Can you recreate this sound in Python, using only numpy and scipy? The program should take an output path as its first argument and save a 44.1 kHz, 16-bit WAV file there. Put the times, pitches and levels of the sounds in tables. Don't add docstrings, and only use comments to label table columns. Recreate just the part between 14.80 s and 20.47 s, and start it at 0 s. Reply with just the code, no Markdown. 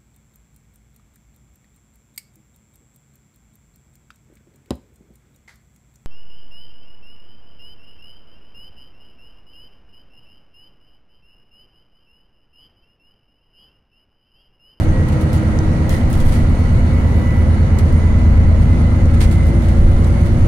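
import sys
import numpy as np
from scipy import signal
from scipy.fft import rfft, irfft, next_fast_len
from scipy.io import wavfile
from scipy.ndimage import uniform_filter1d

SR = 44100
rng = np.random.default_rng(int(sys.argv[2]) if len(sys.argv) > 2 else 0)


def transcribe(signal):
    frames = np.atleast_2d(signal).T
    limited = np.clip(frames, -1, 1)
    pcm = np.round(limited * 32767).astype(np.int16)
    wavfile.write(sys.argv[1], SR, pcm)


def nominal_scale(level):
    x = np.asarray(level, float) / 20
    return 10 ** x


N = 250047
TIME = np.arange(N) / SR

# [t/s, level/dB]
SURFACE = [(0, -13.5), (.5, -34), (1.1, -17.5), (1.45, -14.5), (1.65, -17), (2, -15.5), (2.35, -29.5),
           (2.65, -23), (2.95, -22), (3.4, -17), (3.7, -16.5), (4.1, -21.5), (4.45, -16), (4.8, -27.5),
           (5.05, -9), (5.35, -27), (5.55, -17), (5.67, -13)]
# [f/Hz, level/dB per Hz]
THUMP_SPECTRUM = [(7.1, -49), (12, 4), (50, -2.5), (65, -17), (110, -120)]
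# [f/Hz, level/dB per Hz]
RUMBLE_SPECTRUM = [(24, -42), (40, -12.5), (75, -2.5), (99, -2), (160, -7), (187, -9.5), (237, -7),
                   (261, -14.5), (292, -20.5), (333, -22), (380, -45), (490, -34), (840, -120)]
# [f/Hz, level/dB per Hz]
ROAR_SPECTRUM = [(180, -19), (300, -0.5), (335, -2.5), (399, -7), (525, -5.5), (863, -12), (1020, -11),
                 (1160, -16.5), (1340, -12), (1510, -16.5), (1830, -18), (2000, -15.5), (2530, -26.5),
                 (2950, -29), (3400, -36.5), (4420, -56), (7480, -120)]
# [f/Hz, level/dB per Hz]
HISS_SPECTRUM = [(1800, -26), (2500, -16.5), (3600, -4), (4450, -3.5), (4900, -10), (6000, -8), (6800, -6),
                 (7650, -18), (8800, -10), (9800, -16.5), (11000, -21.5), (13300, -31), (15300, -29),
                 (15850, -23)]
# [f/Hz, correlation/1]
EAR_LIKENESS = [(30, .995), (60, .99), (130, .86), (290, .86), (520, .8), (700, .6), (860, .2), (1030, .2),
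                (1250, .2), (1600, .45), (2050, .35), (2500, .12), (5000, .15)]
# [f/Hz, phase/rad]
EAR_LEAD = [(900, 0), (1050, -3.5), (1250, 1), (1600, 4.5), (1900, 2), (2070, 0.6), (2300, 4.5), (4300, 3)]
# [f/Hz, level/dB per Hz]
CHATTER_SPECTRUM = [(1800, -2), (2500, -4), (3300, -3), (4390, -6), (5920, -9), (7700, -9), (9260, -6),
                    (11500, -15.5), (13200, -20), (15800, -19.5)]
# [t/s, level/dB, duration/s, extra brightness/dB]
BUMPS = [(0, -54, .05, 3), (.281, -50, .013, 11), (.32, -49, 0.016, -5), (.409, -56, 0.02, 15),
         (.529, -48, .053, 7), (1.094, -44, 0.08, 6), (1.301, -51.5, .018, 13), (1.329, -50, 0.066, 10),
         (1.399, -49, .035, 5), (1.444, -57, .012, 12), (1.46, -50.5, 0.083, 11), (1.521, -48, .086, -2),
         (1.789, -62, .013, 18), (2.988, -45, 0.018, 0), (3.804, -60, 0.034, 1), (4.338, -51, .015, 0),
         (4.403, -37, 0.054, -20), (4.511, -46, 0.037, 3), (4.667, -55, 0.034, 12), (4.82, -59, .035, 11),
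         (4.883, -45.5, .014, -3), (5.243, -54, .018, 0), (5.268, -58, 0.018, 5), (5.455, -53, .023, 5)]
# [t/s, level/dB, duration/s, ring f/Hz]
HANDLES = [
    (.082, -51, .03, 6300),
    (.572, -49, .02, 6700),
    (1.096, -34.5, 0.12, 1940),
    (1.46, -52, .069, 2000),
    (1.521, -42, 0.12, 1980),
    (4.405, -36.5, 0.056, 2150),
    (4.415, -47, .015, 9000),
    (4.511, -50, .03, 2010),
    (5.243, -50, .012, 3900),
]
# [t/s, peak level/dB, ring f/Hz, top-end level/dB, left-right level/dB]
TICKS = [(0.0358, -33, 5750, -15, -4), (0.3207, -44, 5920, -18, 0.5), (0.53, -30, 6600, -18, 11),
         (0.7891, -21.5, 5610, -33, 1), (1.0935, -18, 5830, -18, 4), (1.3005, -36, 10900, -11, 6),
         (1.3292, -20, 8540, -19, 4), (1.402, -27, 9470, -20, 6), (1.4596, -34, 9610, -11, 3),
         (1.5239, -29, 9560, -22, 4), (2.9867, -17.5, 7800, -25, -5), (2.9885, -34, 4900, -12.5, -8),
         (3.057, -35, 5610, -26, -9), (3.1268, -27, 9200, -18, -5), (4.2562, -29.5, 6760, -30, -5),
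         (4.338, -37, 9570, -17, -1), (4.403, -30, 8670, -24, 11), (4.5121, -32, 6670, -20, 2),
         (4.667, -33, 6580, -17, 2), (4.8688, -37, 9640, -15, -3.0), (4.8868, -36, 9620, -15, -4),
         (5.1184, -34, 9680, -19, 4), (5.2438, -26, 7600, -27, -7), (5.4124, -34, 9340, -17, 2)]
# [f/Hz, rms level/dB, waver rate/(1/s)]
BUZZ_TONES = [(2197, -55, 16), (2925, -59, 140), (4394, -67, 25), (6593, -73, 40)]
# [t/s, f/Hz]
TURBO_PITCH = [(0, 8640), (1.5, 8900), (3, 9240), (4.5, 9600), (5.67, 9860)]
# [f/Hz, width/Hz, gain/dB]
TURBO_PANELS = [(8674, 9, 7), (8960, 50, 6), (9180, 40, 5), (9280, 25, 6), (9620, 70, 5), (9780, 60, 6)]
# [f/Hz, width/Hz, gain/dB]
GEAR_PANELS = [(1911, 2, 11), (1930, 10, 7), (1963, 9, 7), (1983, 8, 12.5), (2010, 16, 6), (2033, 8, 8),
               (2053, 7, 10), (2085, 12, -8)]
# [f/Hz, width/Hz, gain/dB]
DRIVELINE_PANELS = [(312.5, 7.5, 17), (338.5, 7, 14), (519, 2, 6), (538, 8, 4), (564, 8, 9), (978, 16, 9)]
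# [multiple of the driveline/1, early level/dB, late level/dB]
MESH_TONES = [(2, -51, -56), (3, -53, -56), (4, -57, -59), (5, -58, -70)]
# [t/s, cycle rate/(1/s)]
ENGINE_SPEED = [(0, 8.63), (.71, 8.69), (1.42, 8.8), (2.13, 8.91), (2.84, 9.03), (3.54, 9.13), (4.25, 9.24),
                (4.96, 9.34), (5.67, 9.43)]
# [multiple of the cycle/1, rms level before the cabin/dB]
ENGINE_ORDERS = [(5, -30), (6, -26), (7, -36), (8, -30), (9, -23), (10, -22), (11, -25), (12, -24.5),
                 (13, -31), (14, -32), (15, -32), (16, -31), (17, -30), (18, -29.5), (20, -38), (21, -37),
                 (23, -36), (24, -31), (25, -42), (26, -42), (27, -37), (28, -38), (32, -42), (48, -48)]
# [f/Hz, width/Hz, gain/dB]
CABIN_MODES = [(51.8, 1.2, -5), (55.8, 2.6, 10), (73, 2, 4), (82.4, 3.1, 10.5), (94.5, 2.2, -7),
               (208, 4, 4), (213, 2, -12), (220, 4, 3), (226.5, 2.5, -5), (242.5, 2.5, 4), (248, 4, 9),
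               (259, 5, -8)]
# [f/Hz, left-right level/dB]
PORT_TILT = [(60, 1.5), (92, -1.5), (140, -.5), (210, -2), (330, 1), (500, 2.5), (770, -1.5), (1170, .7),
             (1790, -2.0), (2740, -4.5), (4190, -7.5), (6410, -7), (9810, 5.5), (15000, 1.0)]


def evened(x):
    return x / np.sqrt(np.mean(x ** 2) + 1e-20)


def read(points, hz):
    f, value = np.transpose(points)
    return np.interp(np.log(hz + 1), np.log(f + 1), value)


def curves(rows):
    s, *columns = np.transpose(rows)
    return [np.interp(TIME, s, column) for column in columns]


def wander(rate):
    knots = rng.standard_normal(2000)
    return np.interp(TIME * rate, np.arange(2000), knots) * np.sqrt(1.5)


def swell(centre_s, width_s):
    return np.exp(-((TIME - centre_s) / width_s) ** 2)


def colour(x, points):
    margin, size = SR // 4, next_fast_len(N + SR)
    padding = [(0, 0)] * (x.ndim - 1) + [(margin, margin)]
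    wide = np.pad(x, padding, "reflect", reflect_type="odd")
    gain = nominal_scale(read(points, np.fft.rfftfreq(size, 1 / SR)))
    return irfft(rfft(wide, size) * gain, size)[..., margin:margin + N]


def wash(points, patchy_db, size=2048):
    frames, hz = 4 * N // size + 5, np.fft.rfftfreq(size, 1 / SR)
    a, b, c, d, patches = rng.standard_normal((frames, len(hz), 5)).T
    patches = uniform_filter1d(patches, size=size // 100, axis=0)
    patches = evened(uniform_filter1d(patches, size=8192 * 2 // size, axis=1))
    same = np.clip(read(EAR_LIKENESS, hz), -1, 1)[:, None]
    lead = np.exp(-1j * read(EAR_LEAD, hz))[:, None]
    left, other = a + 1j * b, c + 1j * d
    z = np.array([left, same * left * lead + np.sqrt(1 - same ** 2) * other])
    z *= nominal_scale(read(points, hz)[:, None] + patchy_db * patches)
    return evened(signal.istft(z, nperseg=size, noverlap=3 * size // 4)[1][:, :N])


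def tone(hz, db, waver_db, rate, apart):
    phase = 2 * np.pi * (np.cumsum(hz * np.ones(N)) / SR + rng.random())
    ears = []
    for _ in range(2):
        level = np.sqrt(2) * nominal_scale(db + waver_db * wander(rate))
        ears.append(level * np.cos(phase + apart * wander(rate)))
    return np.array(ears)


def ringing(hz, modes, grid=None):
    if grid is None:
        grid = np.linspace(hz.min(), hz.max(), num=400)
    gain_db = sum(peak_db * np.exp(-((grid - f) / width) ** 2) for f, width, peak_db in modes)
    return np.interp(hz, grid, gain_db)


def burst(lasting_s):
    t = np.arange(8000) / SR
    onset = np.minimum(t / 0.0017, 1)
    return onset * (np.exp(-(t / lasting_s) ** 2.5) + 0.15 * nominal_scale(-60 * t / 0.16))


def road():
    surface_db, = curves(SURFACE)
    rumble_db = -19 + np.linspace(-1.5, 1.5, N)
    roar_db = -27.5 + np.linspace(0, -1, N)
    thump = nominal_scale(surface_db) * wash(THUMP_SPECTRUM, patchy_db=-1.0, size=8192)
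    rumble = nominal_scale(rumble_db) * wash(RUMBLE_SPECTRUM, patchy_db=-0.5, size=8192)
    roar = nominal_scale(roar_db) * wash(ROAR_SPECTRUM, patchy_db=0.7)
    hiss = nominal_scale(-49.5) * wash(HISS_SPECTRUM, patchy_db=1.8, size=512)
    return thump + rumble + roar + hiss


def window_seal():
    leak_spectrum = [(10300, -39), (11000, 3), (12400, 1), (13200, -38)]  # (f/Hz, level/dB)
    return nominal_scale(-58) * swell(2.4, 0.27) * wash(leak_spectrum, patchy_db=-3.0, size=1024)


def chatter():
    impacts_per_s, impact_decay_s = 900, 0.0028
    shake_db, loose_db, settle_s = -56.5, 4.5, 0.34
    impacts = nominal_scale(2.7 * np.minimum(rng.exponential(1, N), 4)) * (rng.random(N) < impacts_per_s / SR)
    density = signal.lfilter([1], [1, -np.exp(-1 / (impact_decay_s * SR))], impacts)
    flicker = np.sqrt(.5 + evened(density))
    trim = colour(flicker * rng.standard_normal((2, N)), CHATTER_SPECTRUM)
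    trim /= np.std(colour(trim, [(4500, -40), (5000, 0), (11000, 0), (12000, -40)]))
    top = colour(trim, [(8000, -40), (10500, -5)])
    knocks = flicker * rng.standard_normal((2, N))

    jolts = np.zeros(N)
    jolts[[round(row[0] * SR) for row in BUMPS]] = 1
    loose = np.tanh(signal.lfilter([1], [1, -np.exp(-1 / (settle_s * SR))], jolts))
    out = nominal_scale(shake_db + loose_db * loose) * trim
    for s, db, lasting_s, bright_db in BUMPS:
        at = slice(round(s * SR), round(s * SR) + 8000)
        out[:, at] += burst(lasting_s) * nominal_scale(db) * (trim[:, at] + nominal_scale(bright_db) * top[:, at])
    for s, db, lasting_s, hz in HANDLES:
        at = slice(round(s * SR), round(s * SR) + 8000)
        resonator = signal.butter(2, [hz * .945, hz * 1.055], "band", fs=SR)
        ring = evened(signal.lfilter(*resonator, knocks[:, at]))
        out[:, at] += burst(lasting_s) * nominal_scale(db) * ring
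    return out


def ticks():
    out, t = np.zeros((2, N)), np.arange(1500) / SR
    noise = rng.standard_normal((len(TICKS), 2, len(t)))
    decay = nominal_scale(-60 * t / 0.0072) + .1 * nominal_scale(-60 * t / 0.024)
    shape = np.minimum(t / 0.00036, 1) * decay
    treble = signal.butter(2, 11000, "high", fs=SR)
    for (s, db, hz, top_db, pan_db), puff in zip(TICKS, noise):
        resonator = signal.butter(2, [hz * .72, min(hz * 1.3, SR / 2.2)], "band", fs=SR)
        body = evened(signal.lfilter(*resonator, puff))
        edge = evened(signal.lfilter(*treble, puff))
        knock = (body + nominal_scale(top_db + 19.0) * edge) * shape
        start = round(s * SR)
        out[:, start:start + len(t)] += nominal_scale(db - 4.0 + pan_db * np.array([[.5], [-.5]])) * knock
    return out


def electric_buzz():
    swell_db = 4 * swell(2.4, .6)
    return sum(tone(hz, db + swell_db, 3.75, rate, 0.49 + rate / 200) for hz, db, rate in BUZZ_TONES)


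def window_pane():
    return tone(508 + 8 * wander(30), -39 + np.linspace(0, -8, N), 4.55, 30, 0.75)


def turbo():
    hz, = curves(TURBO_PITCH)
    return tone(hz + 12 * wander(30), -64 + ringing(hz, TURBO_PANELS), 3.15, 40, 0.82)


def gear_whine():
    speed, = curves(ENGINE_SPEED)
    hz = 221 * speed
    return tone(hz, -51 + ringing(hz, GEAR_PANELS), 1.0, 11, 0.87)


def driveline():
    speed, = curves(ENGINE_SPEED)
    hz = 36.15 * speed
    overtone = hz * 5 / 3
    out = tone(hz, -45.5 + ringing(hz, DRIVELINE_PANELS), 0.9, 9.2, 0.31)
    out += tone(overtone, -46.5 + ringing(overtone, DRIVELINE_PANELS), 1.0, 6.7, 0.37)
    for multiple, early_db, late_db in MESH_TONES:
        mesh = round(multiple) * hz
        mesh_db = np.linspace(early_db, late_db, N) + ringing(mesh, DRIVELINE_PANELS)
        out += tone(mesh, mesh_db, 2, 6, .7)
    return out


def engine():
    speed, = curves(ENGINE_SPEED)
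    out, grid = np.zeros((2, N)), np.arange(0, 500, .25)
    for order, db in ENGINE_ORDERS:
        hz = round(order) * speed
        uneven_db = 0.72 * wander(5.4)
        out += tone(hz, db + ringing(hz, CABIN_MODES, grid) + uneven_db, .5, 3, .04 + hz / 800)
    return out


def scene():
    background = road() + window_seal() + chatter() + ticks()
    whines = electric_buzz() + window_pane() + turbo() + gear_whine() + driveline()
    return background + whines + engine()


def top_cut(x):
    return signal.sosfilt(signal.butter(12, 15900, fs=SR, output="sos"), x)


def record(dry):
    edge_hz = 15850
    tilt = np.array([(45, 0), *PORT_TILT])
    ports = np.array([colour(dry[0], tilt * [1, .5]), colour(dry[1], tilt * [1, -.5])])
    limited = 1.1 * np.tanh(ports / 1.1)
    mix = colour(limited, [(edge_hz - 50, 0), (edge_hz + 50, -90)])
    return top_cut(mix)


dry = scene()
out = record(dry)
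transcribe(out)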